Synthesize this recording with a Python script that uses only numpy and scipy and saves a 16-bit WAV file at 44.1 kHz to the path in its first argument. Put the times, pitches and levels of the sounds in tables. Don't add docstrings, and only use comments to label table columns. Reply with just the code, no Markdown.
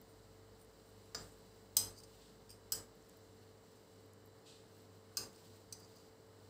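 import sys
import numpy as np
from scipy import signal
from scipy.fft import rfft, irfft
from scipy.io import wavfile

SR = 44100
rng = np.random.default_rng(int(sys.argv[2]) if len(sys.argv) > 2 else 0)


def convert_level_to_amplitude(level_db):
    exponent = np.asarray(level_db, float) / 20
    return 10 ** exponent


def store_pcm(level_fs):
    pcm = np.round(np.clip(level_fs, -1, 1) * 32767).astype(np.int16)
    wavfile.write(sys.argv[1], SR, np.atleast_2d(pcm).T)


N = 286323

# (time [s], peak level [dB], contact length [ms], suppressor opening [dB], held open [s])
CLICK_EVENTS = [
    (1.1469, -31.5, 3, 6.5, 0.068),
    (1.7674, -11.5, 2.44, 6, 0.11),
    (2.7204, -20.5, 3, 6.5, 0.059),
    (5.1701, -22.5, 3.14, 7.5, 0.059),
    (5.7248, -35.5, 2.8, 0, 0.088),
]
# (frequency [Hz], level per Hz [dB])
HISS_COLOUR = [(1290, -36), (2200, -11), (2770, -5.5), (2980, -6.5), (3460, -6), (4080, -1.5), (4500, -2.5),
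               (4840, -2.5), (6570, -9), (7800, -3), (8980, -10.5), (11100, -16.5), (14800, -10),
               (15700, -9.5)]


def rms_one(x):
    return x / np.sqrt(np.mean(x ** 2) + 1e-20)


def at_hz(points, hz):
    points = np.array(points)
    return np.interp(np.log(hz + 1), np.log(points[:, 0]), points[:, 1])


def coloured(spectrum):
    hz = np.fft.rfftfreq(N, 1 / SR)
    inside = hz > spectrum[0][0]
    white = rfft(rng.standard_normal(N))
    return rms_one(irfft(white * convert_level_to_amplitude(at_hz(spectrum, hz)) * inside, N))


def drift(rate_hz):
    slow = signal.butter(2, rate_hz, fs=SR, output="sos")
    settled = signal.sosfilt(slow, rng.standard_normal(N + SR))[SR:]
    return rms_one(settled)


def resonate(x, peaks):
    out = 0
    for k, (hz, width, db) in enumerate(peaks):
        r = np.exp(-np.pi * max(width, 5) / SR)
        poles = [1, -2 * r * np.cos(2 * np.pi * hz / SR), r * r]
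        zeros = [(1 - r * r) / 2, 0, (r * r - 1) / 2]
        sign = (-1) ** k
        out = out + sign * convert_level_to_amplitude(db) * signal.lfilter(zeros, poles, x)
    return out


def contact(ms, size):
    t = np.arange(size) / SR / (max(ms, .05) / 1000)
    return rng.standard_normal(size) * np.sqrt(t) * np.exp(-t)


def strike(peaks, ms, db, size):
    out = 0
    for hz, width, gain_db in peaks:
        once = [(hz, 1.5 * width, 0)]
        part = resonate(resonate(contact(ms, size), once), once)
        out = out + convert_level_to_amplitude(gain_db) * np.sqrt(max(width, 5)) * rms_one(part)
    return out * convert_level_to_amplitude(db) / np.abs(out).max()


def strokes(rows, hold):
    edge_db = -23
    t, out = np.arange(N) / SR, 0
    for s, db, rise, fall in rows:
        away = np.maximum(np.maximum((s - t) / rise, (t - s - hold) / fall), 0)
        out = out + convert_level_to_amplitude(db + edge_db * np.minimum(away, 1)) * (away < 1)
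    return out


def add(out, x, s):
    at = round(s * SR)
    out[at:at + len(x)] += x[:N - at]


def kitchen(size):
    # (frequency [Hz], time [s])
    echo_times = [(1000, 0.51), (4000, 0.27), (8000, 0.33), (12000, 0.18), (16000, 0.24)]
    first_wall_s = 0.0015
    t, out = np.arange(size) / SR, 0
    for low in 400 * 2 ** np.arange(0, 5.4, .5):
        high = min(low * np.sqrt(2), SR * .45)
        band = signal.butter(2, [low, high], "band", fs=SR, output="sos")
        noise = signal.sosfilt(band, rng.standard_normal(size))
        out = out + noise * convert_level_to_amplitude(-60 * t / at_hz(echo_times, low))
    out = out * np.clip(t / first_wall_s - 1, 0, 1)
    return rms_one(out) / np.sqrt(size)


def hum():
    # (multiple of motor speed, rms level [dB])
    motor_tones = [(4.0, -82.5), (6.0, -79), (7.0, -93.5), (8.0, -78.5), (9.0, -68.5), (10.0, -81.5),
                   (11.0, -77.5), (13.0, -84.5)]
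    # (multiple of motor speed, rms level [dB])
    rotor_whine = [(59, -96), (60, -91), (61, -94), (80, -93), (152, -94), (153, -90), (154, -92)]
    motor_hz, mains_hum_hz = 49.367, 100.05
    mains_hum_db, second_order_db = -70, -74.5
    beat_silent_s = 3.765
    rumble_hz, rumble_db, sag_hz_per_s = 52.5, -72, .8
    rumble_stop_s, fade_db_per_s = 2.8, 19
    t = np.arange(N) / SR
    turn = 2 * np.pi * (t + .00001 * drift(3.2))
    orders = 0
    for k, db in motor_tones + rotor_whine:
        start = 2 * np.pi * rng.random()
        orders = orders + convert_level_to_amplitude(db) * np.sin(round(k) * motor_hz * turn + start)
    since = turn - 2 * np.pi * beat_silent_s
    mains = convert_level_to_amplitude(mains_hum_db) * np.sin(mains_hum_hz * since)
    second = convert_level_to_amplitude(second_order_db) * np.sin(2 * motor_hz * since)
    fading_db = rumble_db - fade_db_per_s * np.maximum(t - rumble_stop_s, 0)
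    rumble = convert_level_to_amplitude(fading_db) * np.sin((rumble_hz - .5 * sag_hz_per_s * t) * turn)
    return np.sqrt(2) * (orders + mains - second + rumble)


def air():
    # (frequency [Hz], level per Hz [dB])
    low_colour = [(15, -43), (25, -15), (69, -10), (81, -19), (102, -3.5), (140, -11.5), (189, -7.5),
                  (364, -11.5), (439, -9.5), (473, -11), (540, -14), (1020, -18), (2200, -26.5),
                  (2860, -66.5), (4840, -120)]
    low_db, high_db = -65, -72.5
    linger_s = 0.054
    after = np.maximum(np.arange(N) / SR - np.array(CLICK_EVENTS)[:, :1], 0) / linger_s
    linger_db = 2.5 * np.sum(after * np.exp(1 - after), axis=0)
    flicker_db = .8 * drift(6)
    low = convert_level_to_amplitude(low_db + 0.87 * linger_db) * coloured(low_colour)
    return low + convert_level_to_amplitude(high_db + linger_db + flicker_db) * coloured(HISS_COLOUR)


def whistles():
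    # (frequency [Hz], width [Hz], level [dB])
    fan_peaks = [(2980, 38, -5), (3970, 73, 0.5), (4230, 87, 1), (4720, 61, 3), (4940, 63, -1.5),
                 (7600, 92, -7.5)]
    level_peaks = [(hz, width, 0) for hz, width, _ in fan_peaks]
    once = resonate(rng.standard_normal(N), fan_peaks)
    return convert_level_to_amplitude(-84) * rms_one(resonate(once, level_peaks))


def rustles():
    # (time at full level [s], level [dB], rise [s], fall [s])
    cloth_strokes = [(.02, -77, .1, 0.19), (.9, -79, 0.73, 0.68), (1.45, -73, 0.98, 0.37),
                     (2.1, -70, 0.27, 0.43), (3.05, -76.5, .4, 0.58), (3.75, -76, 0.86, .5),
                     (4.75, -76.5, .4, 0.62), (5.42, -69, 0.52, 0.37), (5.9, -73.5, 0.17, 0.31)]
    uneven = convert_level_to_amplitude(2.0 * drift(25))
    return strokes(cloth_strokes, 0.11) * uneven * coloured(HISS_COLOUR)


def ticks(size=400):
    # (time [s], peak level [dB], pitch [Hz], width [Hz])
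    wet_snaps = [(.016, -50, 14500, 3000), (.615, -52.5, 8000, 7000), (.648, -54, 11000, 8000),
                 (.775, -67, 14000, 2500), (1.058, -57, 9000, 9000), (2.954, -59, 14800, 2500),
                 (3.026, -57, 7000, 4000), (3.0915, -55, 15000, 2500), (3.0935, -53, 14500, 2500),
                 (3.0965, -48, 7500, 2500), (3.172, -53, 15000, 3000), (4.062, -61, 14600, 3520),
                 (4.135, -52.5, 8500, 3000), (4.255, -59, 14600, 3000), (4.261, -52, 14000, 3000),
                 (4.275, -57, 14600, 2500), (4.39, -64, 11000, 4000), (4.751, -62, 13600, 1800),
                 (4.768, -60, 12000, 6000), (4.78, -63, 14000, 2000), (4.786, -61, 14000, 2000),
                 (4.82, -59, 14600, 3000), (5.139, -57, 8500, 4000), (5.331, -55, 7460, 3500)]
    out = np.zeros(N)
    for s, db, hz, width in wet_snaps:
        add(out, strike([(hz, width, 0)], 0.35, db, size), s - .0005)
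    return out


def hinge():
    # (time at full level [s], level [dB], rise [s], fall [s])
    squeak_strokes = [(.088, -76, .03, .03), (.6, -73, .03, .02), (.86, -76.5, .012, .04)]
    # (time at full level [s], level [dB], rise [s], fall [s])
    drag_strokes = [
        (1.22, -71.5, 0.054, .06),
    ]
    # (time at full level [s], level [dB], rise [s], fall [s])
    buzz_strokes = [(1.988, -59.5, .06, 0.024), (2.038, -60.5, .01, 0.021), (5.85, -66.5, 0.24, 0.027),
                    (5.97, -69, .16, .2)]
    # (frequency [Hz], width [Hz], level [dB])
    pivot_peaks = [(8700, 350, 3), (13200, 400, -6), (14800, 250, 0)]
    rim_peaks = [(8000, 560, 3), (14800, 830, -12)]
    hinge_peaks = [(4620, 170, -0.5), (4980, 250, -3), (6060, 410, -9), (7550, 1100, -12)]
    grains = rng.standard_normal(N) * (rng.random(N) < 2500 / SR)
    squeak = strokes(squeak_strokes, .035) * rms_one(resonate(grains, pivot_peaks))
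    drag = strokes(drag_strokes, 0.11) * rms_one(resonate(grains, rim_peaks))
    buzz = strokes(buzz_strokes, .004) * rms_one(resonate(grains, hinge_peaks))
    return squeak + drag + buzz


def tongs(size=SR // 2):
    # (frequency [Hz], width [Hz], level [dB])
    grip_1 = [(517, 300, -7.5), (1160, 200, -8.5), (1640, 400, -8.5), (2720, 1100, -24), (3805, 290, -12),
              (4840, 280, 3), (5630, 600, -11), (6000, 290, -4), (7050, 215, -3.5), (8100, 900, -15.5),
              (10200, 1200, -29), (12740, 500, -30), (14000, 900, -29.5), (15000, 800, -20.5)]
    grip_2 = [(785, 130, -24), (1000, 110, -16.5), (2520, 500, -25), (3200, 250, -13.5), (4060, 240, -12),
              (5044, 190, 0), (5340, 380, -8.5), (6070, 330, -2), (6530, 250, -24), (7200, 860, -14.5),
              (8015, 330, -0.5), (8470, 378, -7.5), (8820, 450, -8), (10440, 600, -21), (11370, 340, -21),
              (11520, 340, -5.5), (12720, 500, -14.5), (13555, 320, -11.5), (14780, 500, -9),
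              (14660, 450, -6), (15500, 310, -9), (16530, 740, -13.5)]
    grip_3 = [(1150, 310, -19.5), (1554, 73, -12), (2670, 230, -21), (3100, 370, -16.5), (4320, 280, -14),
              (4630, 390, -15), (5000, 300, 0), (5580, 600, -17), (6080, 210, -7), (6920, 380, -6.5),
              (7730, 340, 1), (8510, 450, -9), (9480, 800, -13.5), (10150, 330, -9), (11170, 500, -19),
              (12560, 900, -14.5), (13600, 450, -7.5), (14580, 450, -3), (15300, 400, -10.5),
              (16100, 750, -15.5)]
    grip_4 = [(1175, 67, -13), (1560, 180, -18), (2680, 190, -16), (3150, 320, -25), (4310, 240, -9),
              (4900, 216, 2), (5600, 310, -19), (6230, 550, -5.5), (6600, 500, -13), (7475, 270, -9),
              (8350, 500, -10.5), (8940, 430, -12), (10900, 500, -20.5), (11700, 510, -17),
              (13410, 600, -13), (14600, 740, -17), (15050, 230, -13.5)]
    grip_5 = [(2500, 530, -19.5), (4170, 350, -10), (4730, 380, -1), (5600, 400, -16), (6120, 220, 4.5),
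              (6600, 500, -12), (7980, 490, -4), (8310, 440, -0.5), (9400, 800, -24), (11000, 490, -10),
              (13600, 600, -14), (13500, 310, -14), (15000, 900, -12)]
    # (frequency [Hz], level [dB], time to fall 60 dB [s])
    ring_1 = [(1203, -27.5, 0.16), (4720, -47, 0.21), (5450, -35, 0.16), (7370, -24, 0.21)]
    ring_2 = [(3143, -44.5, 0.23), (4086, -31.5, 0.095), (4650, -42, 0.093), (5018, -39, 0.12),
              (5420, -32, 0.094), (6100, -32, 0.1), (6240, -29, 0.13), (8120, -27.5, 0.1),
              (8250, -41, 0.31), (11480, -51, 0.092)]
    ring_3 = [(1595, -37.5, 0.13), (4600, -39, 0.05), (7100, -36, 0.075), (7540, -36, 0.13)]
    ring_4 = [(1482, -42, 0.15), (5030, -36, 0.09), (4918, -37, 0.081), (6540, -41, .25), (2600, -47, 0.11)]
    ring_5 = [(5000, -28, .2), (6057, -33, .1)]
    # (frequency [Hz], width [Hz], level [dB])
    broad_crack = [(9000, 14200, -44)]
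    near_echo_s, near_echo_db = .0115, -15
    room_db = -10
    grips = (grip_1, grip_2, grip_3, grip_4, grip_5)
    rings = (ring_1, ring_2, ring_3, ring_4, ring_5)
    clacks, tails, t = np.zeros(N), np.zeros(N), np.arange(size) / SR
    for (s, db, ms, _, _), grip, modes in zip(CLICK_EVENTS, grips, rings):
        clack = np.pad(strike(grip + broad_crack, ms, db, size=3000), (0, size - 3000))
        ring = 0
        for hz, g, t60 in modes:
            ring = ring + convert_level_to_amplitude(db + g - 60 * t / t60) * np.sin(2 * np.pi * hz * t)
        room = signal.fftconvolve(clack + 2.03 * ring, kitchen(size))[:size]
        add(clacks, clack, s - .0004)
        add(clacks, convert_level_to_amplitude(near_echo_db) * clack, s + near_echo_s)
        add(tails, ring + convert_level_to_amplitude(room_db) * room, s - .0004)
    return clacks, tails


def suppressor():
    at_once = 0.61
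    opening_s, closing_s = .11, 0.083
    t, db = np.arange(N) / SR, np.zeros(N)
    for s, _, _, open_db, held in CLICK_EVENTS:
        rise = (t > s) * (at_once + (t - s) / opening_s)
        fall = (s + held + closing_s - t) / closing_s
        db += open_db * np.clip(np.minimum(rise, fall), 0, 1)
    return convert_level_to_amplitude(db)


def touches(size=2000):
    # (time [s], peak level [dB], share above 10 kHz [dB])
    light_touches = [(1.9639, -58, -16), (1.9754, -58, -12), (1.9849, -50.5, -11), (2.0014, -48.5, -16),
                     (2.0354, -51, -10), (2.4932, -49, -19), (2.5036, -45, -12), (2.5117, -47, -13),
                     (2.5254, -55, -23), (5.3597, -55, -26), (5.799, -55.5, 0), (5.9594, -59, -1)]
    # (frequency [Hz], width [Hz], level [dB])
    arm_peaks = [(2550, 290, -14), (3160, 450, -15), (4930, 200, 2), (5480, 250, -5), (6300, 900, -12),
                 (7635, 700, -11), (8375, 230, -4), (8800, 310, -1), (10595, 350, -14), (12500, 900, -19),
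                 (13765, 320, -9), (14595, 520, -13), (15295, 350, -12)]
    out = np.zeros(N)
    for s, db, top_db in light_touches:
        peaks = [(hz, width, g + (top_db + 14) * (hz > 1e4)) for hz, width, g in arm_peaks]
        add(out, strike(peaks, 2.5, db - 0.5, size), s - .001)
    return out + convert_level_to_amplitude(-6.5) * signal.fftconvolve(out, kitchen(SR // 2))[:N]


def slides():
    # (time at full level [s], level [dB], rise [s], fall [s])
    slide_strokes = [(2.22, -69, 0.079, .17), (4.466, -62.5, .022, 0.24)]
    # (frequency [Hz], level per Hz [dB])
    rub_colour = [(1180, -26), (2000, -7), (2210, -57), (2450, 0), (4270, 5.5), (6400, -6), (8040, 2),
                  (9920, -17), (12600, -17), (15000, -24)]
    return strokes(slide_strokes, 0.041) * coloured(rub_colour)


def scene():
    soft_top_hz, very_top_db = 15600, -9
    clacks, tails = tongs()
    background = hum() + air() + whistles() + rustles()
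    small_sounds = ticks() + hinge() + touches() + slides()
    soft = suppressor() * (tails + background + small_sounds)
    above_hz = np.fft.rfftfreq(N, 1 / SR) - soft_top_hz
    shelf = convert_level_to_amplitude(very_top_db * np.clip(above_hz / 400 + .5, 0, 1))
    return irfft(rfft(soft) * (above_hz < 0) + rfft(clacks) * shelf, N)[None]


def low_pass(x):
    return signal.sosfilt(signal.butter(12, 17000, fs=SR, output="sos"), x)


def record(dry):
    mic_low_hz, top_hz = 42.7, 17400
    cut = signal.sosfilt(signal.butter(4, mic_low_hz, "high", fs=SR, output="sos"), dry)
    cut = signal.sosfilt(signal.cheby2(16, 70, top_hz, fs=SR, output="sos"), cut)
    return low_pass(cut)


dry = scene()
out = record(dry)
store_pcm(out)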